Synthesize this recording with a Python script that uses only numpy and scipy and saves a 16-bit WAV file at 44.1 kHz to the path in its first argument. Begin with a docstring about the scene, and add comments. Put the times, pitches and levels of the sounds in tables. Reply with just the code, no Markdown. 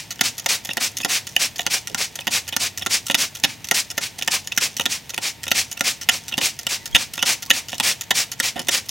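"""A plastic trigger spray bottle is pumped about three times a second, close by, in a small room.
Each pull clacks the trigger, blows that ring plastic resonances, and hisses a puff of shaped, crackling noise.
On release the valve, spring and pump rattle as short runs of slips through the same resonances.
Fingers slide and the pivot squeaks as short gliding tones, and loose parts tick faintly.
The room murmurs as low filtered noise, with a faint two-tone whine and a wavering hum."""
import sys
import numpy as np
from scipy import signal
from scipy.fft import rfft, irfft, next_fast_len
from scipy.io import wavfile
from scipy.ndimage import map_coordinates

SR = 44100
rng = np.random.default_rng(int(sys.argv[2]) if len(sys.argv) > 2 else 0)


def materialize(psi):
    """Save the field psi as 16-bit PCM at rate SR to the path in sys.argv[1].

    A 1-D psi becomes a single channel; in a 2-D psi each row is a channel.
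    """
    bounded = np.clip(np.atleast_2d(psi).T, -1, 1)
    quanta = np.round(bounded * 32767).astype(np.int16)
    wavfile.write(sys.argv[1], SR, quanta)


N = 392490

# Resonances of the small loose parts. Each row: centre in Hz, width in Hz, relative strength in dB.
SMALL_PARTS = [(4470, 730, -2.5), (5320, 270, 3.5), (5940, 530, 3.5), (6700, 680, 3.5), (7310, 840, -1),
               (9430, 1100, -4.5), (12460, 1240, -12.5), (14800, 7400, -11.5)]
# Resonances of the trigger lever. Each row: centre in Hz, width in Hz, relative strength in dB.
LEVER = [(2556, 490, -3.5), (2974, 155, 3), (3380, 170, 1), (3720, 240, -1)]
# Trigger pulls. Each row: clack time in seconds, rattle length in seconds, clack in relative dB,
# lever in relative dB, mist delay in seconds, mist hold in seconds, mist in relative dB.
PULLS = [(-.11, .005, -17, -17, .03, .06, -19.5), (.2101, 0.0062, -15, -14, .023, 0.044, -21.5),
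         (.4603, 0.007, -19.5, -20, .024, 0.063, -19.5), (0.77, 0.0018, -13.5, -20.5, .0315, 0.056, -20),
         (1.0475, 0.0041, -15.5, -19.5, 0.037, .086, -20), (1.364, 0.0035, -17.5, -17.5, .028, 0.06, -20.5),
         (1.665, 0.0044, -18, -19, 0.037, 0.057, -20), (1.946, 0.0057, -21.5, -24.5, .028, 0.066, -23),
         (2.2698, 0.0021, -18, -17, 0.04, 0.061, -19), (2.5647, 0.0034, -11.5, -18, .031, 0.064, -21.5),
         (2.862, .0081, -21.5, -19.5, .038, .06, -20), (3.1444, .0082, -16, -14, 0.032, 0.062, -20),
         (3.4374, 0.0047, -16, -9, 0.029, 0.061, -34.5), (3.712, 0.0077, -17, -20.5, 0.027, 0.058, -19),
         (3.9782, .0061, -19.5, -22, 0.03, .052, -25.5), (4.2764, 0.0027, -15.5, -14.5, .031, 0.052, -20),
         (4.5755, 0.009, -17.5, -16.5, .029, 0.05, -20), (4.8557, .0028, -17, -14, 0.036, 0.061, -25),
         (5.178, 0.0024, -21, -14, 0.038, 0.072, -24.5), (5.515, .0054, -13.5, -15, .03, 0.064, -19.5),
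         (5.8083, .0052, -13, -16, 0.03, 0.067, -20.5), (6.0884, .0088, -14.5, -10.5, 0.023, 0.053, -25.5),
         (6.379, 0.0041, -16, -16, 0.029, 0.067, -19.5), (6.6672, .0045, -20, -19, 0.02, 0.066, -24),
         (6.9484, 0.0064, -17.5, -7, 0.026, 0.061, -27), (7.2259, 0.003, -16, -16, 0.028, 0.071, -18),
         (7.5032, .0046, -15, -10.5, 0.026, .058, -24), (7.7992, 0.0047, -19, -16, 0.029, .079, -18),
         (8.1079, 0.0077, -16, -15, .037, .07, -19.5), (8.4001, 0.0018, -11, -26, .0245, 0.057, -21.5),
         (8.6848, 0.009, -16.5, -15, 0.024, 0.067, -20.5)]


def amp(db):
    """Turn decibels into a linear gain."""
    return 10 ** (np.asarray(db) / 20)


def unit(x):
    """Scale to rms 1."""
    return x / np.sqrt(np.mean(np.abs(x) ** 2) + 1e-20)


def along(points, hz):
    """Read a curve of (Hz, value) points on a log frequency axis."""
    f, value = np.transpose(points)
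    return np.interp(np.log(hz + 1), np.log(f + 1), value)


def wobble(rate):
    """A smooth random curve with rate knots a second."""
    knots = rng.standard_normal(int(N * rate / SR) + 4)
    return map_coordinates(knots, [np.arange(N) * rate / SR])


def filtered(x, response):
    """Multiply the spectrum of x by a complex response of frequency."""
    m = next_fast_len(N + SR // 2)
    hz = np.fft.rfftfreq(m, 1 / SR)
    return irfft(rfft(x, m) * response(hz), m)[..., :N]


def mode_responses(f, modes):
    """One causal band-pass resonance per mode, with alternating signs."""
    return np.array([(-1) ** k * amp(db) * 1j * f * width / (centre ** 2 - f * f + 1j * f * width)
                     for k, (centre, width, db) in enumerate(modes)])


def ringing(x, modes):
    """Ring x through summed resonances that pass white noise at unchanged power."""
    return filtered(x, lambda f: unit(mode_responses(f, modes).sum(axis=0)))


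def struck(x, modes):
    """Like ringing, but the drive into each mode drifts, so successive blows sound different."""
    vary_db = 1.76
    power_trim_db = vary_db ** 2 * np.log(10) / 20  # keeps the average power
    drive = x * amp([vary_db * wobble(25) - power_trim_db for _ in modes])

    def response(f):
        each = mode_responses(f, modes)
        return each / np.sqrt(np.mean(np.abs(each.sum(axis=0)) ** 2))
    return filtered(drive, response).sum(axis=0)


def spiky(spread_db, rate):
    """Noise of rms 1 whose strength wanders between rate random knots a second."""
    return unit(rng.standard_normal(N) * amp(spread_db * wobble(rate)))


def crackle(rate, spread_db):
    """Sparse random clicks of unequal size, about rate a second, rms 1."""
    hits = rng.random(N) < rate / SR
    signs = rng.choice([-1, 1], N)
    return unit(hits * signs * amp(spread_db * rng.uniform(-1, 1, N)))


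def murmur():
    """The room's own low noise, a faint whine and a hum that comes and goes."""
    # Room noise spectrum. Each row: frequency in Hz, density in relative dB.
    noise_curve = [(12, -49), (20, -17), (104, 12.5), (484, -4), (756, -0.5), (1180, -9.5), (1610, -6.5),
                   (1850, -1.5), (2250, -2), (3620, -3.5), (4280, -6.5), (6320, -10.5), (10500, -16.5),
                   (14600, -14), (15900, -15)]
    # Stereo likeness of the noise. Each row: frequency in Hz, left-right correlation from 0 to 1.
    likeness = [(30, 1), (200, 0.83), (1000, 0.93), (4000, 0.84), (12000, 1)]
    # Stereo phase of the room sound. Each row: frequency in Hz, left ahead of right in radians.
    left_lead = [(30, -0.26), (150, 0.035), (400, 1), (1000, 0.2), (2000, 0)]
    # Path of the hum. Each row: time in seconds, pitch in Hz, level in relative dB.
    hum_path = [(0, 105.5, -66), (.1, 105.2, -57), (.3, 109.8, -49), (.45, 109.4, -75), (2.2, 84, -67),
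                (2.35, 86.4, -56), (2.7, 93.4, -51), (2.95, 101.5, -56), (3.1, 100, -75), (5.3, 79.5, -75),
                (5.4, 80.3, -56), (5.62, 76.8, -53), (5.75, 79, -71)]
    # Tones of the whine. Each row: frequency in Hz, level in dB before a slow flutter.
    whine_tones = [(457, -64), (915, -59)]

    def mid_side(hz):
        turn = np.arccos(np.clip(along(likeness, hz), -1, 1)) / 2
        return amp(along(noise_curve, hz)) * [np.cos(turn), np.sin(turn)]

    mid, side = filtered(rng.standard_normal((2, N)), mid_side)
    air = amp(-44.0 + 0.4 * wobble(2.91)) * unit(np.array([mid + side, mid - side]))

    t = np.arange(N) / SR
    s, hz, db = np.transpose(hum_path)
    hum_turns = 2 * np.pi * np.cumsum(np.interp(t, s, hz)) / SR
    hum = amp(np.interp(t, s, db) + 5 + 2.5 * wobble(34)) * np.sin(hum_turns)
    whine = sum(amp(tone_db + 2.8 * wobble(6.2)) * np.sin(2 * np.pi * tone_hz * t + 0.5 * wobble(7.9))
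                for tone_hz, tone_db in whine_tones)
    return filtered(air + hum + whine, lambda f: np.exp(0.5j * along(left_lead, f) * [[1], [-1]]))


def walls(x, spread=0.64):
    """The room's answer: a noise tail whose frequencies die at their own speeds, partly shared by both sides."""
    # Decay of the tail. Each row: frequency in Hz, time to fall 60 dB in seconds; above about 10 kHz the tail
    # dies very quickly.
    decay_times = [(200, 0.37), (2000, 0.087), (9000, 0.086), (13000, 0.038)]
    hz, t, z = signal.stft(rng.standard_normal((2, SR // 2)), SR, nperseg=256)
    decay = amp(-60 * t / along(decay_times, hz)[:, None])
    mid, side = signal.istft(z * decay, SR, nperseg=256)[1]
    tail = np.array([mid + spread * side, mid - spread * side])
    tail /= np.linalg.norm(tail[0])
    delayed = np.pad(x, (130, 0))  # about 3 ms before the tail begins
    return signal.fftconvolve(delayed[None], tail, axes=1)[:, :N]


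def jolts():
    """A shove through the housing: a short thump that is almost opposite in phase left and right."""
    # Each row: start in seconds, level in relative dB.
    shoves = [(6.9485, -11)]
    out, t = np.zeros(N), np.arange(SR // 20) / SR
    for s, db in shoves:
        thump = np.e * t / 0.0012 * np.exp(-t / 0.0015) * (1 - t / 0.0067)
        out[round(s * SR):][:len(t)] += amp(db) * thump
    opposed = filtered(out, lambda hz: np.exp(1.25j * np.array([[1], [-1]])) + 0 * hz)
    return opposed * amp([[-1], [1]])


def creaks():
    """Loose parts tick faintly in random clumps: sparse clicks ringing the small parts and lever."""
    ticks = ringing(crackle(rate=200, spread_db=7.0), SMALL_PARTS + LEVER)
    return amp(-57.0 + 3.7 * wobble(27)) * ringing(ticks, [(5500, 6800, 0)])


def slides():
    """Skin drags over plastic: a sinking tone made rough by fast random modulation."""
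    # Each row: start in seconds, length in seconds, start pitch in Hz, end pitch in Hz, level in relative dB.
    drags = [(1.886, 0.049, 900, 250, -41), (6.414, 0.031, 400, 200, -36), (8.557, .04, 900, 250, -42)]
    out = np.zeros(N)
    for s, length, start_hz, end_hz, db in drags:
        u = np.linspace(0, 1, round(length * SR))
        turns = 2 * np.pi * np.cumsum(start_hz * (end_hz / start_hz) ** u) / SR
        envelope = amp(db + 4.5 - 4.7 * u) * np.minimum(u / 0.11, 1)
        out[round(s * SR):][:len(u)] += envelope * np.sin(turns)
    return out * wobble(350)


def squeaks():
    """Plastic rubbing on plastic sticks and slips at an even rate: a short tone with a weak octave."""
    # Pivot squeaks. Each row: start in seconds, length in seconds, start pitch in Hz, end pitch in Hz,
    # level in relative dB.
    chirps = [(0.707, 0.012, 2510, 2880, -24), (1.031, 0.011, 2600, 2600, -31.5),
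              (2.215, .012, 2580, 2540, -41), (2.821, 0.013, 5500, 5480, -34),
              (4.517, 0.014, 2530, 2710, -28), (5.769, .012, 2700, 2680, -35),
              (6.335, 0.011, 2660, 2800, -28), (6.8, 0.05, 1950, 2020, -52),
              (6.921, 0.026, 3240, 3276, -43), (7.19, 0.017, 2700, 2600, -32),
              (7.211, .013, 2800, 3100, -29), (7.475, 0.027, 1090, 1090, -48)]
    out = np.zeros(N)
    for s, length, start_hz, end_hz, db in chirps:
        u = np.linspace(0, 1, round(length * SR))
        turns = 2 * np.pi * np.cumsum(start_hz + (end_hz - start_hz) * u) / SR
        tone = np.sin(turns) + 0.3 * np.sin(2 * turns)
        out[round(s * SR):][:len(u)] += amp(db + 5.0) * np.sin(np.pi * u) ** 0.5 * tone
    return out * amp(3.4 * wobble(320))


def contacts():
    """List every contact as (s, rattle length s, lever, small parts, pump, bottle in relative dB)."""
    # The lever rebounds just after a pull. 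Each row: time in seconds, rattle length in seconds,
    # lever in relative dB.
    rebounds = [(.776, 0.005, -21), (1.0546, 0.0068, -28), (1.672, .0021, -22), (2.276, 0.0064, -24),
                (3.4448, 0.0085, -15), (4.282, .0029, -18.5), (4.8612, 0.0061, -18.5),
                (5.1834, 0.0049, -26), (6.3863, .0052, -25), (6.957, .004, -12), (6.9628, 0.0045, -16),
                (7.23, .008, -24.5), (7.5101, .0053, -12.5), (7.8061, 0.0043, -20), (8.4042, 0.0036, -18.5)]
    # The valve rattles twice on release. Each row: time in seconds, level in relative dB,
    # gap to the second rattle in seconds, second rattle in relative dB.
    releases = [(.1065, -27, 0.016, -29.5), (.3804, -26, .016, -32), (0.6487, -26.5, .0215, -35),
                (.969, -26, .016, -31), (1.2688, -26, .022, -35), (1.559, -28.5, .023, -30.5),
                (1.8725, -26.5, 0.025, -37), (2.1551, -29.5, .017, -43), (2.4778, -28, 0.011, -27),
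                (2.775, -25.5, .019, -35), (3.066, -27, 0.017, -30), (3.3503, -29, 0.019, -31),
                (3.644, -29, .027, -36), (3.9023, -27.5, 0.011, -27), (4.1842, -36.5, 0.0032, -28),
                (4.445, -41, 0.028, -24), (4.767, -25, 0.017, -33), (5.094, -26.5, 0.0092, -34),
                (5.432, -28, 0.022, -38), (5.714, -26, .012, -31), (6.0123, -26, .0157, -32),
                (6.2814, -26, 0.013, -35), (6.59, -28, .022, -38), (6.857, -26.5, .017, -34.5),
                (7.1355, -28.5, .0183, -33), (7.423, -27, 0.01, -31), (7.6844, -28.5, .0156, -33),
                (8.01, -26, .025, -35), (8.3168, -26, .0142, -30), (8.5933, -29.5, 0.023, -36),
                (8.8575, -40.5, 0.034, -25)]
    # The piston thuds home on the way back. Each row: time in seconds, level in relative dB.
    thuds = [(.192, -28), (.6904, -22.5), (1.002, -24), (1.5924, -19), (1.654, -36), (2.189, -25.5),
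             (2.469, -37), (2.8124, -30), (3.0991, -12), (4.212, -29), (4.7965, -15), (5.1363, -30),
             (5.467, -24), (5.77, -34), (6.3133, -33), (6.3224, -27.5), (6.413, -19.5), (7.178, -22),
             (7.73, -21)]
    # The returning lever knocks on its pivot. Each row: time in seconds, rattle length in seconds,
    # lever in relative dB, small parts in relative dB.
    knocks = [(0.702, .0043, -26, -34), (0.709, .0046, -25, -33), (1.0104, .0047, -26.5, -29.5),
              (1.034, .0031, -30, -28), (1.6056, .0038, -27, -28.5), (1.6146, .0032, -27, -26.5),
              (2.2076, .0032, -26, -27), (2.4843, .0023, -29, -31), (2.5247, .018, -26.5, -34),
              (2.8204, 0.0099, -25.5, -34), (3.11, 0.0094, -21, -24), (3.6868, .0022, -25, -22),
              (4.223, .0032, -19.5, -26), (4.2294, .0048, -35, -33), (4.5207, 0.0065, -23.5, -28.5),
              (4.809, 0.0048, -19.5, -24.5), (4.818, .0034, -28, -28), (5.144, 0.0018, -26, -23.5),
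              (5.4802, .0041, -18.5, -23), (5.5067, .0025, -30, -24), (5.774, 0.0043, -29, -30.5),
              (5.793, .0041, -34, -31), (6.326, .013, -32, -47), (6.34, .0027, -23.5, -32.5),
              (6.372, .0028, -31, -30), (7.19, .0063, -27, -34.5), (7.2007, .0063, -33, -39),
              (7.219, .003, -33, -33), (7.718, 0.011, -35.5, -34), (7.743, .0049, -29, -28.5),
              (7.751, .0067, -37, -38), (7.781, .0031, -33, -29), (8.671, 0.0042, -28, -29)]
    # The spring ticks. Each row: time in seconds, level in relative dB.
    spring_ticks = [(.158, -35), (.37, -40), (.422, -40), (.444, -36), (.6393, -38), (.68, -38),
                    (.733, -26), (.9163, -36), (1.017, -25.5), (1.315, -38), (1.323, -38), (1.331, -41),
                    (1.355, -37), (1.63, -36), (1.915, -40), (2.201, -32), (2.2188, -37), (2.245, -41),
                    (2.834, -38), (2.8515, -38), (3.058, -34), (3.3879, -36), (3.399, -29), (3.434, -30),
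                    (3.972, -32), (4.247, -32), (4.2623, -34), (4.549, -38), (4.5645, -28), (4.83, -37),
                    (4.838, -35), (5.1635, -38), (6.0426, -33), (6.6316, -28), (6.912, -38), (6.9453, -27),
                    (7.172, -30), (7.4528, -36), (7.4615, -27), (7.468, -37), (7.499, -22), (8.106, -24),
                    (8.3937, -30), (8.887, -30)]
    # The grip drags along the bottle. One row: time in seconds, length in seconds,
    # then lever, small parts, pump and bottle in relative dB.
    scrape = (8.558, .055, -37, -41, -38, -35.5)

    # Colours in dB: lever, small parts, pump, bottle
    valve_db = (-6, 0, -12.5, -23)
    thud_db = (1, -9.5, -5.5, -9.5)
    tick_db = (-12, 0, -16, -23)

    def alike(s, length, db, colour_db):
        return (s, length, *(db + np.array(colour_db)))

    # the bottle's answer to a clack grows more slowly than the clack
    rows = [(s, length, lever_db, db, db - 2.5, -27.5 + 0.51 * (db + 17.5))
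            for s, length, db, lever_db, *_ in PULLS]
    rows += [(s, length, db, db - 6, db - 5.5, -30) for s, length, db in rebounds]
    rows += [alike(s, 0.0092, db, valve_db) for s, db, _, _ in releases]
    rows += [alike(s + gap, 0.0066, db, valve_db) for s, _, gap, db in releases]
    rows += [alike(s, 0.0034, db, thud_db) for s, db in thuds]
    rows += [(s, length, db, parts_db, db - 12, db - 16.5) for s, length, db, parts_db in knocks]
    rows += [alike(s, 0.0028, db, tick_db) for s, db in spring_ticks]
    return [row for row in rows + [scrape] if row[0] > 0]


def trigger():
    """Each contact is a blow and a short run of slips that ring the lever, pump, small parts and bottle."""
    # Pump resonances. Each row: centre in Hz, width in Hz, relative strength in dB.
    pump_modes = [(1401, 82, -3), (1799, 132, 0), (2040, 247, -3.5)]
    # Bottle resonances. Each row: centre in Hz, width in Hz, relative strength in dB.
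    bottle_modes = [(236.4, 83, 1.5), (419, 81, -4), (544, 54, -2), (727, 79, 4.5), (889, 220, 0),
                    (1150, 130, -5.5)]
    hard_blow, soft_blow, soft_below_db = 7.94, 5, -25.5  # quiet contacts start more gently
    graze_s = 0.002  # the parts graze before they meet

    lever, pump, parts, bottle = np.zeros((4, N + SR))
    blows, t = np.zeros(N), np.arange(SR // 10) / SR
    for s, length, lever_db, parts_db, pump_db, bottle_db in contacts():
        i = max(round((s - graze_s) * SR), 0)
        # slips weaken, then die once the part seats
        fade_db = -5 * t / length - 60 * np.maximum(t - graze_s - length, 0) / 0.023
        creep_db = -9000 * np.maximum(graze_s - t, 0) - 8 * (t < graze_s)
        force = amp(3 + fade_db + creep_db)
        lever[i:i + len(t)] += force * amp(lever_db)
        pump[i:i + len(t)] += force * amp(pump_db)
        parts[i:i + len(t)] += force * amp(parts_db + 0.5 - 134 * t)
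        bottle[i:i + len(t)] += force * amp(bottle_db + 0.5)
        blows[round(s * SR) + 10] = hard_blow if max(lever_db, parts_db) > soft_below_db else soft_blow

    slips = blows + spiky(spread_db=4.5, rate=1000)
    bottle_slips = 1.42 * blows + spiky(spread_db=3.0, rate=610)
    # a second broad resonance steepens the skirts: a thin plastic part
    lever_sound = amp(-7) * ringing(struck(lever[:N] * slips, LEVER), [(3000, 3470, 0)])
    pump_sound = struck(pump[:N] * slips, pump_modes)
    parts_sound = struck(parts[:N] * slips, SMALL_PARTS)
    bottle_sound = struck(bottle[:N] * bottle_slips, bottle_modes)
    # the bright snap itself, mostly above the modes
    snap = amp(-4.0) * ringing(parts[:N] * (slips - 0.2 * blows), [(13700, 7400, 0)])
    return lever_sound + pump_sound + parts_sound + bottle_sound + snap


def mist():
    """Liquid tears into droplets at the nozzle while the piston holds the pressure, then dribbles away."""
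    # Spray spectrum. Each row: frequency in Hz, density in relative dB.
    spray_curve = [(88, -51), (150, -15.5), (465, -16), (544, -11), (636, -14.5), (743, -9), (903, -13),
                   (1080, -10.5), (1310, -11), (2440, -0.5), (3210, -4.5), (5760, -2.5), (10600, -12.5),
                   (14700, -18), (15900, -14.5)]
    rise_share, fall_s = 0.26, 0.025  # pressure builds over a share of the delay

    t, low, high = np.arange(N) / SR, np.zeros(N), np.zeros(N)
    for s, *_, delay, hold, db in PULLS:
        rise = rise_share * delay
        steps = [-rise, rise, rise, hold / 2, hold / 2, fall_s, 1.25 * fall_s, 4 * fall_s, 0.2]
        times = s + delay + np.cumsum(steps)
        pressure_db = np.interp(t, times, [-36, -14, -4.5, 0, -4.5, -17.5, -28.0, -61, -111], left=-120)
        bright_db = 4 + 0.18 * (db + 20)  # louder puffs are brighter
        low += amp(db + 3 + 1.015 * pressure_db - bright_db / 2)
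        high += amp(db + 1 + pressure_db + bright_db / 2)
    top = high * (high / amp(-3)) ** 0.1  # strong puffs gain the most at the very top
    splash = low * (low / amp(-21)) ** 0.18  # the lowest splash swells later and ends sooner

    droplets = spiky(spread_db=0.5, rate=1200) + 0.45 * crackle(rate=1500, spread_db=5.5)
    jet = filtered(droplets, lambda hz: unit(amp(along(spray_curve, hz))))
    deep = filtered(jet, lambda hz: 1 / (1 + (hz / 1700) ** 4))
    dull = filtered(jet, lambda hz: 1 / (1 + (hz / 4300) ** 4))
    bright = filtered(jet, lambda hz: 1 / (1 + (10000 / (hz + 1)) ** 6))
    # each band flutters on its own
    return (splash * deep * amp(2.0 * wobble(60))
            + low * (dull - deep) * amp(1.47 * wobble(80))
            + high * (jet - dull - bright) * amp(1.87 * wobble(80))
            + top * bright * amp(0.58 * wobble(54)))


def scene():
    """Place the spray near the centre and the handling noises to the right, and add the room."""
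    # Level balance of the handling. Each row: frequency in Hz, left minus right in dB.
    lean = [(100, -2), (160, -8.5), (350, -7), (570, -13), (850, -3.5), (1200, -0.5), (1800, -2.5),
            (2700, -2.5), (4000, -0.5), (12000, -1)]
    # Stereo phase of the handling. Each row: frequency in Hz, left ahead of right in radians.
    lead = [(160, -0.33), (250, -0.97), (370, -1.5), (570, 0.94), (850, 0.35), (1200, 0.43), (4000, 0.025)]

    def place(hz):
        left = amp(along(lean, hz) / 2) * np.exp(0.5j * along(lead, hz))
        return left ** np.array([[1], [-1]])  # the right side gets the inverse

    spray = mist()
    hand = trigger() + squeaks() + slides() + creaks()
    spray_sound = spray * amp([[0.2], [-0.2]]) + amp(-14) * walls(spray)
    hand_sound = filtered(hand, place) + amp(-12.5) * walls(hand, spread=0.79)
    return spray_sound + hand_sound + jolts() + murmur()


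def record(dry):
    """Peaks are rounded off below 0.9 of full scale, then everything from 16 kHz up is removed."""
    clipped = dry / (1 + np.abs(dry / 0.9) ** 8) ** (1 / 8)
    return filtered(clipped, lambda hz: hz < 16000)


dry = scene()
out = record(dry)
materialize(out)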